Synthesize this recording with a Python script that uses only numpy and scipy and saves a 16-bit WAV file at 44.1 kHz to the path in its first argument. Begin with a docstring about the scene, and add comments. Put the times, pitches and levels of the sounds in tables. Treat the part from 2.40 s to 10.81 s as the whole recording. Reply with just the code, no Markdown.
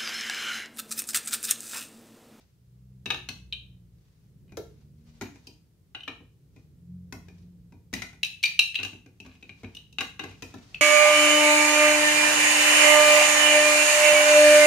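"""Over faint hiss and a low rumble, one engine hums past outside; fingertips rub plastic.
Hollow toy bricks are pressed onto a baseplate on a table and knocked together; now and then an edge scrapes.
A second engine swells midway; then come the loudest knocks in the hand, presses in quick runs, and a last knock.
Damped modes of cavity, walls, plate and table ring at each contact; noise bursts crack as studs snap.
Noise makes rubbing, hiss and rumble; sines make exhaust notes; decaying noise bands make the small room."""
import sys
import numpy as np
from scipy import signal
from scipy.fft import rfft, irfft, next_fast_len
from scipy.io import wavfile

SR = 44100
rng = np.random.default_rng(int(sys.argv[2]) if len(sys.argv) > 2 else 0)


def bounce(signal):
    """Save signal as a 16-bit WAV file at the path given by the first command-line argument."""
    frames = np.transpose(np.atleast_2d(signal))
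    limited = np.clip(frames, -1, 1)
    pcm = np.round(limited * 32767).astype(np.int16)
    wavfile.write(sys.argv[1], SR, pcm)


N = 370881
HIT_SIZE = SR // 5   # samples per contact

# low rumble that rises and falls, partly with the handling: start_s [s], level_db [dB]
RUMBLE_LEVELS = [(0.0, -65.5), (0.63, -57.5), (1.22, -55.5), (1.78, -62), (2.06, -52), (3.35, -61),
                 (4.8, -53.5), (5.76, -57.5), (6.11, -61.5), (8.08, -57), (8.41, -55)]
# low rumble: freq_hz [Hz], density_db [dB per Hz]
RUMBLE_COLOUR = [(20, -27), (40, -21), (50, -2), (63, 0), (100, 0), (160, 0), (220, -12.5), (320, -17),
                 (450, -20.5), (800, -44.5), (2000, -58)]
# engines outside, one list each: start_s [s], turns_hz [turns per s], level_db [dB]
ENGINE_CURVES = [
    [(0, 29.6, -69), (.65, 32.2, -54), (1.35, 30.1, -54.5), (1.7, 26.8, -67), (2.7, 39.3, -57),
     (3.2, 31, -75)],
    [(4.1, 37, -77), (4.55, 45.2, -45.5), (4.75, 43.5, -56), (5.05, 44.5, -52), (5.4, 43.3, -61.5),
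     (6.6, 44, -68.5), (7.3, 51.6, -66), (8.4, 46, -67.5)],
]
# exhaust notes, one list per engine: multiple [of turning rate], level_db [dB]
EXHAUST_ORDERS = [
    [(2, -4), (3, -17), (4, -1), (6, -5.5)],
    [(2, -5.5), (3, -10), (4, -1)],
]
# faint hiss: freq_hz [Hz], density_db [dB per Hz]
HISS_COLOUR = [(300, 8.5), (1000, -2), (2800, -4.5), (5000, -4.5), (9000, -7), (15000, -6.5)]
# small room: freq_hz [Hz], wet_db [dB, reverberant against direct energy], t60_s [s]
ROOM_BANDS = [(100, -5, 0.31), (302, -0.5, .36), (600, 0, .3), (1200, -3, 0.33), (2780, -4.5, 0.38),
              (5800, -4.5, 0.34), (9900, -5.5, 0.4), (15000, -2, 0.25)]
# fingertip strokes: start_s [s], end_s [s], level_db [dB]
RUB_STROKES = [(0, 0.022, -74.5), (1.587, 1.876, -80.5), (2.329, 2.381, -74), (2.695, 3.06, -69),
               (4.165, 4.2, -77), (4.872, 5.0, -73.5), (6.838, 7.43, -72.5), (7.892, 8.41, -63)]
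# skin on plastic: freq_hz [Hz], density_db [dB per Hz]
SKIN_COLOUR = [(500, 0.5), (1500, -2), (3000, -0.5), (6000, -1.5), (8000, -10.5), (15000, -25.5)]
# bricks grate on their neighbours: start_s [s], end_s [s], level_db [dB]
EDGE_SCRAPES = [(0.71, 0.762, -62), (2.079, 2.168, -74.5), (2.333, 2.377, -93), (2.825, 2.866, -54.5),
                (3.677, 3.76, -77), (5.539, 5.6, -49), (6.372, 6.46, -51), (6.848, 6.971, -63),
                (7.243, 7.346, -71), (7.6, 7.65, -51), (7.81, 7.944, -62), (8.04, 8.19, -66)]
# deep table-top modes: freq_hz [Hz], level_db [dB], t60_s [s]
TABLE_MODES = [(59.6, -11, .3), (89, -7, 0.057), (102.5, -1, 0.3), (175, -14, 0.3)]
# bending modes of the plate lying on the table: freq_hz [Hz], level_db [dB], t60_s [s]
BENDING_MODES = [(250, 1.5, 0.091), (304, 5.5, .045), (336.2, 0, 0.28), (445, 1, 0.021), (540, -7.5, 0.035),
                 (760, -10, 0.0067), (1066, -8, 0.06)]
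# clacking baseplate modes: freq_hz [Hz], level_db [dB], t60_s [s]
PLATE_MODES = [(574, -3, 0.0056), (680, -6, 0.033), (830, -1, 0.0098), (973, -5, 0.014), (1180, 3, 0.016),
               (1230, -3, 0.013), (1582, 6.5, 0.0096), (1730, 0, 0.05), (2088, 3.5, 0.022)]
# weaker, crowded modes of a hollow brick: freq_hz [Hz], level_db [dB], t60_s [s]
SHELL_MODES = [(2450, -8.5, .016), (2474, 3, 0.023), (2798, -1, 0.048), (2805, -7.5, 0.0076),
               (3110, 0.5, 0.022), (3100, 3, 0.012), (3720, -9, 0.012), (4010, -2.5, 0.012),
               (4000, -9.5, 0.018), (4580, -14.5, 0.0053)]
# high modes of brick corners and inner tubes: freq_hz [Hz], level_db [dB], t60_s [s]
CORNER_MODES = [(4750, -3.5, 0.036), (5230, -1, 0.019), (5950, 2.5, 0.027), (6670, -8.5, 0.013),
                (8770, 2, .04), (9800, -14.5, .025), (12000, -12, .025), (12750, -5.5, .02),
                (14000, -18, .015)]
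# crack of a stud slipping into its seat: freq_hz [Hz], density_db [dB per Hz]
SNAP_COLOUR = [(1000, -27.5), (3500, 1.5), (5000, -2.5), (6500, 0.5), (7800, -9), (9500, -7), (12500, -5.5),
               (15500, -8)]
# bricks knocked together in the hand:
# start_s [s], cavity_db [dB], cavity_hz [Hz], wall_db [dB], wall_hz [Hz], snap_db [dB]
HAND_KNOCKS = [(0.889, -40, 2537, -35, 4280, -44), (1.1249, -29.5, 3053, -30.5, 3845, -54.5),
               (3.07, -52.5, 3080, -48, 4830, -51.5), (3.605, -43.5, 2960, -51, 3800, -68),
               (3.6335, -40, 3000, -58, 3600, -66), (5.831, -20, 2625, -25.5, 3870, -34.5),
               (5.847, -32, 2670, -36.5, 3890, -40), (6.029, -29.5, 2500, -29.5, 4400, -37.5),
               (6.0367, -16.5, 2406, -23.5, 3820, -31.5), (6.0565, -26, 2410, -26.5, 4610, -37.5),
               (6.1914, -13, 2745, -16, 4030, -26.5), (6.344, -32, 2550, -39, 3980, -51),
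               (6.354, -23, 2740, -28, 3887, -45), (7.349, -46.5, 2820, -54, 3800, -52.5),
               (7.368, -40.5, 2934, -47.5, 3830, -56), (7.5265, -56, 2740, -59, 3890, -60.5),
               (8.3445, -31.5, 2605, -46.5, 4350, -56.5)]
# brick set down, pressed home or pulled off:
# start_s [s], thud_db [dB], thud_hz [Hz], clack_db [dB], cavity_db [dB], cavity_hz [Hz], snap_db [dB]
PLATE_PRESSES = [(0.658, -41, 260, -41, -32, 2660, -44), (0.7034, -43.5, 314, -30.5, -23.5, 2570, -38),
                 (0.744, -51.5, 255, -39.5, -34, 2770, -48.5), (0.8876, -47, 230, -43.5, -37, 2600, -42.5),
                 (2.1707, -33, 435.3, -48, -54.5, 3185, -43.5), (2.811, -33.5, 284, -41, -43, 2310, -44),
                 (2.8195, -44, 294, -48, -44.5, 1970, -44.5), (3.548, -55, 276, -42, -36, 2910, -57.5),
                 (3.6776, -44, 270, -37, -34.5, 2430, -51.5), (3.682, -54, 263, -53.5, -37.5, 2980, -62),
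                 (4.7246, -41.5, 235, -40.5, -53, 1940, -44.5), (5.529, -37, 234, -44, -45.5, 1930, -46),
                 (5.537, -38.5, 223, -41, -31.5, 1970, -34), (5.62, -46.5, 210, -42, -33.5, 2050, -40),
                 (6.388, -48, 243, -51, -28, 2650, -57), (6.431, -46.5, 272, -45, -29.5, 2790, -39.5),
                 (6.449, -48.5, 245, -44.5, -32, 2700, -43.5), (6.801, -50.5, 234, -81, -42.5, 2650, -55.5),
                 (7.026, -53, 231, -65, -44, 2520, -62.5), (7.093, -52, 227, -58.5, -41.5, 2400, -64),
                 (7.233, -40, 231, -55, -50.5, 2232, -61), (7.244, -48.5, 234, -53.5, -44.5, 2420, -66),
                 (7.5844, -47.5, 236, -37.5, -26.5, 2740, -43.5), (7.607, -44, 238, -31, -30, 2870, -37.5),
                 (7.6132, -45.5, 232, -40, -48, 2700, -46), (7.7934, -42, 300, -36.5, -33.5, 2830, -47),
                 (7.8377, -39.5, 275, -40.5, -43, 2630, -49), (8.0225, -42, 255, -44.5, -38, 2523, -43.5),
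                 (8.1403, -41, 235, -47.5, -51.5, 1800, -55.5)]
# fingers nudge seated bricks: start_s [s], thud_db [dB], clack_db [dB]
SEATED_NUDGES = [(2.121, -50.5, -61.5), (2.9568, -56, -64), (3.072, -52, -75.5), (3.805, -52, -75),
                 (4.162, -55, -65.5), (4.884, -54.5, -59.5), (5.323, -50.5, -67), (5.7297, -58, -60.5),
                 (6.398, -48, -49.5), (6.531, -47.5, -62), (6.661, -52, -62), (6.85, -50.5, -64),
                 (6.862, -51.5, -57), (7.911, -55, -58)]

# half-octave room bands
BAND_EDGES_HZ = 22 * 2 ** np.arange(0, 9.6, .5)
BAND_CENTRES_HZ = np.sqrt(BAND_EDGES_HZ[1:] * BAND_EDGES_HZ[:-1])

HISS_DB = -73.5
STROKE_FADE_DB_PER_S = 129   # onset and decay of a stroke
SLIPS_PER_SCRAPE = 12   # mean count: similar travel each time, so a slow scrape slips less often
SOFT_PUSH_HZ = 242.2   # thud note of a slow, soft push
THUMP_DB_PER_OCTAVE = -17   # a quicker push rocks the table less
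KNOCK_THUD_DB = -65   # the hand keeps nearly all of a knock from the table
KNOCK_CLACK_DB, KNOCK_SHEEN_DB = -28.5, -7.5   # plate re cavity; sheen re snap
KNOCK_PAN_DB, PRESS_PAN_DB = 1, 3.5   # left re right
PRESS_WALL_DB, PRESS_SHEEN_DB = -4, -7.5   # wall re cavity in a firm press; sheen re snap
FIRM_CLACK_DB, WALL_DB_PER_CLACK_DB = -37.5, .33   # clack of a firm press; wall gain per clack gain
SHEEN_DB_PER_SNAP_DB = .25   # extra sheen per dB of snap above cavity
WALL_HZ, WALL_SPREAD = 3846, .015   # mean wall note on the plate; relative spread
NUDGE_CAVITY_HZ, NUDGE_CAVITY_DB, NUDGE_SNAP_DB = 2430, 3.5, -3   # levels re clack


def from_db(db):
    """Decibels to gain."""
    return 10 ** (np.asarray(db) / 20)


def rms_one(x):
    """Scale each channel to an rms of 1."""
    return x / np.sqrt(np.mean(x ** 2, axis=-1, keepdims=True) + 1e-20)


def hit_level(x, db):
    """Scale each channel of a hit to the energy of 10 ms of sound at db."""
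    energy = np.sum(x ** 2, axis=-1, keepdims=True)
    return from_db(db) * x * np.sqrt(SR / 100 / energy)


def in_time(rows):
    """Interpolate the columns of a curve at every sample."""
    time_s, *columns = np.transpose(rows)
    return [np.interp(np.arange(N) / SR, time_s, column) for column in columns]


def at_hz(points, hz):
    """Read the columns of a spectrum on a log-frequency axis."""
    freq_hz, *columns = np.transpose(points)
    return [np.interp(np.log(hz + 1), np.log(freq_hz), column) for column in columns]


def high_pass(x, hz):
    """Small parts radiate little below their first mode."""
    return signal.sosfilt(signal.butter(3, hz, "high", fs=SR, output="sos"), x)


def low_pass(x, hz):
    """A contact that lasts a while leaves out the highest tones."""
    return signal.sosfilt(signal.butter(4, min(hz, .45 * SR), fs=SR, output="sos"), x)


def coloured(spectrum, size, likeness):
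    """Stereo noise of a given colour and left-right likeness; rms 1."""
    mid, side = rng.standard_normal((2, next_fast_len(size, True)))
    alike = np.clip(likeness, 0, 1)
    white = np.sqrt(1 + alike) * mid + np.sqrt(1 - alike) * np.array([side, -side])
    density_db, = at_hz(spectrum, np.fft.rfftfreq(len(mid), 1 / SR))
    noise = irfft(rfft(white) * from_db(density_db), len(mid))
    return rms_one(noise[:, :size])


def drift(rate_hz):
    """Slow random curve through knots of spread 1, rate_hz knots per second."""
    steps = np.arange(N) / SR * rate_hz
    knots = rng.standard_normal(2000)
    return np.interp(steps, np.arange(len(knots)), knots)


def ring(force, hz, t60_s):
    """One damped mode driven by a force, a two-pole resonator; rms 1."""
    radius = from_db(-60 / (t60_s * SR))
    angle = 2 * np.pi * hz / SR
    floor = 1e-18 * (-1) ** np.arange(force.shape[-1])   # tiny alternating input, inaudible
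    poles = [1, -2 * radius * np.cos(angle), radius * radius]
    return rms_one(signal.lfilter([1, 0, -1], poles, force + floor))


def body(force, modes, scatter_db, detune):
    """Every contact finds a body's modes with new strengths and slightly shifted pitch; rms 1."""
    shift = 1 + detune * rng.normal()
    total = 0
    for k, (hz, level_db, t60_s) in enumerate(modes):
        gain = from_db(level_db + scatter_db * rng.normal())
        total = total + (-1) ** k * gain * ring(force, hz * shift, t60_s)
    return rms_one(total)


def hiss():
    """Faint steady noise, nearly independent left and right."""
    return from_db(HISS_DB) * coloured(HISS_COLOUR, N, likeness=0.06)


def rumble():
    """Low noise that rises and falls, partly with the handling; nearly alike left and right."""
    level_db, = in_time(RUMBLE_LEVELS)
    return from_db(level_db) * coloured(RUMBLE_COLOUR, N, likeness=0.9)


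def engines():
    """Low exhaust notes from outside: sines at multiples of each engine's unsteady turning rate."""
    out = np.zeros(N)
    for curve, orders in zip(ENGINE_CURVES, EXHAUST_ORDERS):
        turns_hz, engine_db = in_time(curve)
        phase = 2 * np.pi * np.cumsum(turns_hz * (1 + 0.0025 * drift(rate_hz=16))) / SR
        for multiple, order_db in orders:
            note_db = engine_db + order_db + 2.5 * drift(rate_hz=6)
            out = out + np.sqrt(2) * from_db(note_db) * np.sin(round(multiple) * phase)
    return out


def room(x):
    """Dense reflections that build up after the first wall and die away band by band."""
    t = np.arange(round(.7 * SR)) / SR
    build_up = np.clip((t - .006) / 0.0044, 0, 1)
    white = rng.standard_normal((2, 2, len(t)))   # neighbouring bands alternate sources
    response = 0
    for k, hz in enumerate(BAND_CENTRES_HZ):
        band = signal.butter(2, BAND_EDGES_HZ[k:k + 2], "band", fs=SR, output="sos")
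        wet_db, t60_s = at_hz(ROOM_BANDS, hz)
        tail = build_up * from_db(-60 * t / t60_s)
        shared = 1 / (1 + (hz / 400) ** 2)   # long waves reach both microphones alike
        left, other = white[k % 2]
        right = np.sqrt(shared) * left + np.sqrt(1 - shared) * other
        noise = signal.sosfilt(band, [left, right])
        response = response + from_db(wet_db) * noise * tail / np.sqrt(np.sum(tail ** 2))
    return signal.fftconvolve(x, response, axes=1)[:, :N]


def fingers():
    """Skin sticks and slips on plastic: grainy hiss that swells, holds and fades with each stroke."""
    t = np.arange(N) / SR
    strokes_db = []
    for start_s, end_s, level_db in RUB_STROKES:
        outside_s = np.abs(t - np.clip(t, start_s, end_s))
        strokes_db.append(level_db - STROKE_FADE_DB_PER_S * outside_s)
    grain_db = 3.6 * drift(rate_hz=70)
    return from_db(np.max(strokes_db, axis=0) + grain_db) * coloured(SKIN_COLOUR, N, likeness=0.057)


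def contact_force(chatter_s, chatter_db, bounce_s, bounce_db):
    """A blow as left, right and room channels: hard edges chatter, hands and table bounce it.
    Each microphone gets its own bounces; over all directions feeding the room the pattern averages out."""
    force = np.zeros((3, HIT_SIZE))
    force[:, 0] = 1
    lags = (rng.uniform(.1, 1, 4) * chatter_s * SR).astype(int)
    force[:2, lags] += from_db(chatter_db) * rng.choice([-1, 1], len(lags))
    for side in force[:2]:
        lags = (rng.uniform(.1, 1, 8) * bounce_s * SR).astype(int)
        side[lags] += from_db(bounce_db) * rng.normal(0, 1, len(lags))
    return force


def scrapes():
    """Edges slide in tiny uneven slips that tickle the plate and the brick walls."""
    out = np.zeros((3, N + HIT_SIZE))
    t = np.arange(HIT_SIZE) / SR
    for start_s, end_s, level_db in EDGE_SCRAPES:
        at = round(start_s * SR)
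        sliding = t < np.clip(end_s - start_s, .01, .2)
        slipping = rng.random(HIT_SIZE) < SLIPS_PER_SCRAPE / sliding.sum()
        slips = slipping * rng.normal(0, 1, HIT_SIZE) * sliding
        slips[0] = 1   # the edge breaks loose
        blow = contact_force(chatter_s=0.00083, chatter_db=2.5, bounce_s=.009, bounce_db=-3)
        force = signal.fftconvolve([slips], blow, axes=1)[:, :HIT_SIZE]
        plate = body(force, PLATE_MODES, scatter_db=2.5, detune=0.066)
        walls = from_db(6.5) * body(force, SHELL_MODES, scatter_db=1.5, detune=0.035)
        grating = rms_one(low_pass(plate + walls, hz=5500))
        out[:, at:at + HIT_SIZE] += from_db(level_db) * grating * np.sqrt(sliding.mean())
    return out[:, :N]


def thumps():
    """Each push on the plate rocks the table top, the more so the softer and heavier it is."""
    out = np.zeros(N + HIT_SIZE)
    push = low_pass(signal.unit_impulse(HIT_SIZE), hz=220)
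    pushes = []
    for start_s, thud_db, thud_hz, *_ in PLATE_PRESSES:
        pushes.append((start_s, thud_db + THUMP_DB_PER_OCTAVE * np.log2(thud_hz / SOFT_PUSH_HZ)))
    for start_s, level_db, *_ in pushes + list(SEATED_NUDGES):
        at = round(start_s * SR)
        rocking = body(push, TABLE_MODES, scatter_db=1.5, detune=0.038)
        out[at:at + HIT_SIZE] += hit_level(rocking, level_db)
    return out[:N]


def place(x, pan_db):
    """The nearer microphone hears a brick louder and up to two samples sooner."""
    left_gain, right_gain = rms_one(from_db([pan_db / 2, -pan_db / 2]))
    lag = round(np.clip(pan_db / 2, -1, 2))
    left = left_gain * np.roll(x[0], max(-lag, 0))
    right = right_gain * np.roll(x[1], max(lag, 0))
    return np.array([left, right, x[2]])


def thud_of(force, thud_hz):
    """The plate bends on the table: one strongest note plus its bending modes."""
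    # long waves reach both sides nearly alike
    push = low_pass(np.array([force[0], 0.47 * force[0] + 0.44 * force[1], force[2]]), hz=910)
    strongest = ring(push, thud_hz, t60_s=.07)
    stiffer = (thud_hz / 290) ** .4   # a tightly seated stack raises all bending modes
    bending = [(hz * stiffer, level_db, t60_s) for hz, level_db, t60_s in BENDING_MODES]
    return strongest + from_db(3.5) * body(push, bending, scatter_db=2.0, detune=0.098)


def brick_of(force, cavity_db, cavity_hz, wall_db, wall_hz):
    """A hollow brick rings by its cavity, its walls and its crowded shell modes."""
    cavity = low_pass(high_pass(ring(force, cavity_hz, t60_s=.026), hz=1960), hz=4020)
    wall = low_pass(high_pass(ring(force, wall_hz, t60_s=0.015), hz=2780), hz=4900)
    shell = body(force, SHELL_MODES, scatter_db=2, detune=.025)
    shell = low_pass(high_pass(shell, hz=2200), hz=4800)
    shell_db = .3 * cavity_db + 0.69 * wall_db - 4.0
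    return hit_level(cavity, cavity_db - 0.77) + hit_level(wall, wall_db - 2.0) + hit_level(shell, shell_db)


def treble_of(force, free):
    """Stud crack, a decaying noise burst, mixed with ringing corners by the power share free."""
    t = np.arange(HIT_SIZE) / SR
    crack = coloured(SNAP_COLOUR, HIT_SIZE, likeness=0.27) * np.exp(-t / .006)
    crack = rms_one(np.vstack([crack, crack.mean(axis=0)]))
    corners = body(force, CORNER_MODES, scatter_db=2, detune=.022)
    return np.sqrt(free) * corners + np.sqrt(1 - free) * crack


def contact(thud_db, thud_hz, plate_db, cavity_db, cavity_hz, wall_db, wall_hz, snap_db, sheen_db, pan_db):
    """One touch of plastic on plastic: the sum of the parts it sets ringing, as left, right, room."""
    force = contact_force(chatter_s=.004, chatter_db=-7, bounce_s=.007, bounce_db=-6.5)
    thud = thud_of(force, thud_hz)
    plate = body(force, PLATE_MODES, scatter_db=1.5, detune=0.1)
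    plate = low_pass(high_pass(plate, hz=517), hz=2350)
    brick = brick_of(force, cavity_db, cavity_hz, wall_db, wall_hz)
    free = np.clip((cavity_db - thud_db) / 70, 0, .35)   # corners ring more on a brick held in the air
    treble = treble_of(force, free)
    snap = hit_level(low_pass(high_pass(treble, hz=4466), hz=7400), snap_db + .3)
    sheen = hit_level(high_pass(treble, hz=8040), sheen_db - .5)
    return hit_level(thud, thud_db) + place(hit_level(plate, plate_db) + brick + snap + sheen, pan_db)


def knock(cavity_db, cavity_hz, wall_db, wall_hz, snap_db):
    """A brick in the air rings freely and hardly stirs plate or table."""
    return contact(KNOCK_THUD_DB, SOFT_PUSH_HZ, cavity_db + KNOCK_CLACK_DB, cavity_db, cavity_hz,
                   wall_db, wall_hz, snap_db, snap_db + KNOCK_SHEEN_DB, KNOCK_PAN_DB)


def press(thud_db, thud_hz, clack_db, cavity_db, cavity_hz, snap_db):
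    """A harder landing rings the walls more; a drier stud snap is brighter."""
    wall_db = cavity_db + PRESS_WALL_DB + WALL_DB_PER_CLACK_DB * (clack_db - FIRM_CLACK_DB)
    wall_hz = WALL_HZ * (1 + WALL_SPREAD * rng.normal())
    sheen_db = snap_db + PRESS_SHEEN_DB + SHEEN_DB_PER_SNAP_DB * (snap_db - cavity_db)
    return contact(thud_db, thud_hz, clack_db, cavity_db, cavity_hz,
                   wall_db, wall_hz, snap_db, sheen_db, PRESS_PAN_DB)


def nudge(thud_db, clack_db):
    """A soft press on a seated brick: a dull thud with a faint tick."""
    return press(thud_db, SOFT_PUSH_HZ, clack_db, clack_db + NUDGE_CAVITY_DB, NUDGE_CAVITY_HZ,
                 clack_db + NUDGE_SNAP_DB)


def bricks():
    """Sum all knocks, presses and nudges at their start times."""
    out = np.zeros((3, N + HIT_SIZE))
    for sound, rows in ((knock, HAND_KNOCKS), (press, PLATE_PRESSES), (nudge, SEATED_NUDGES)):
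        for start_s, *touch in rows:
            at = round(start_s * SR)
            out[:, at:at + HIT_SIZE] += sound(*touch)
    return out[:, :N]


def scene():
    """Bricks, table and fingers in the room, a little to the left, over rumble, engines and faint hiss."""
    play = bricks() + thumps() + scrapes()
    rub = fingers()
    direct = play[:2] + rub
    radiated = play[2] + rub
    balance = from_db([[.4], [-.4]])
    return (direct + room(radiated)) * balance + rumble() + engines() + hiss()


def record(dry):
    """Cut the top steeply above 15.6 kHz."""
    return signal.sosfilt(signal.ellip(10, .1, 80, 15600, fs=SR, output="sos"), dry)


dry = scene()
out = record(dry)
bounce(out)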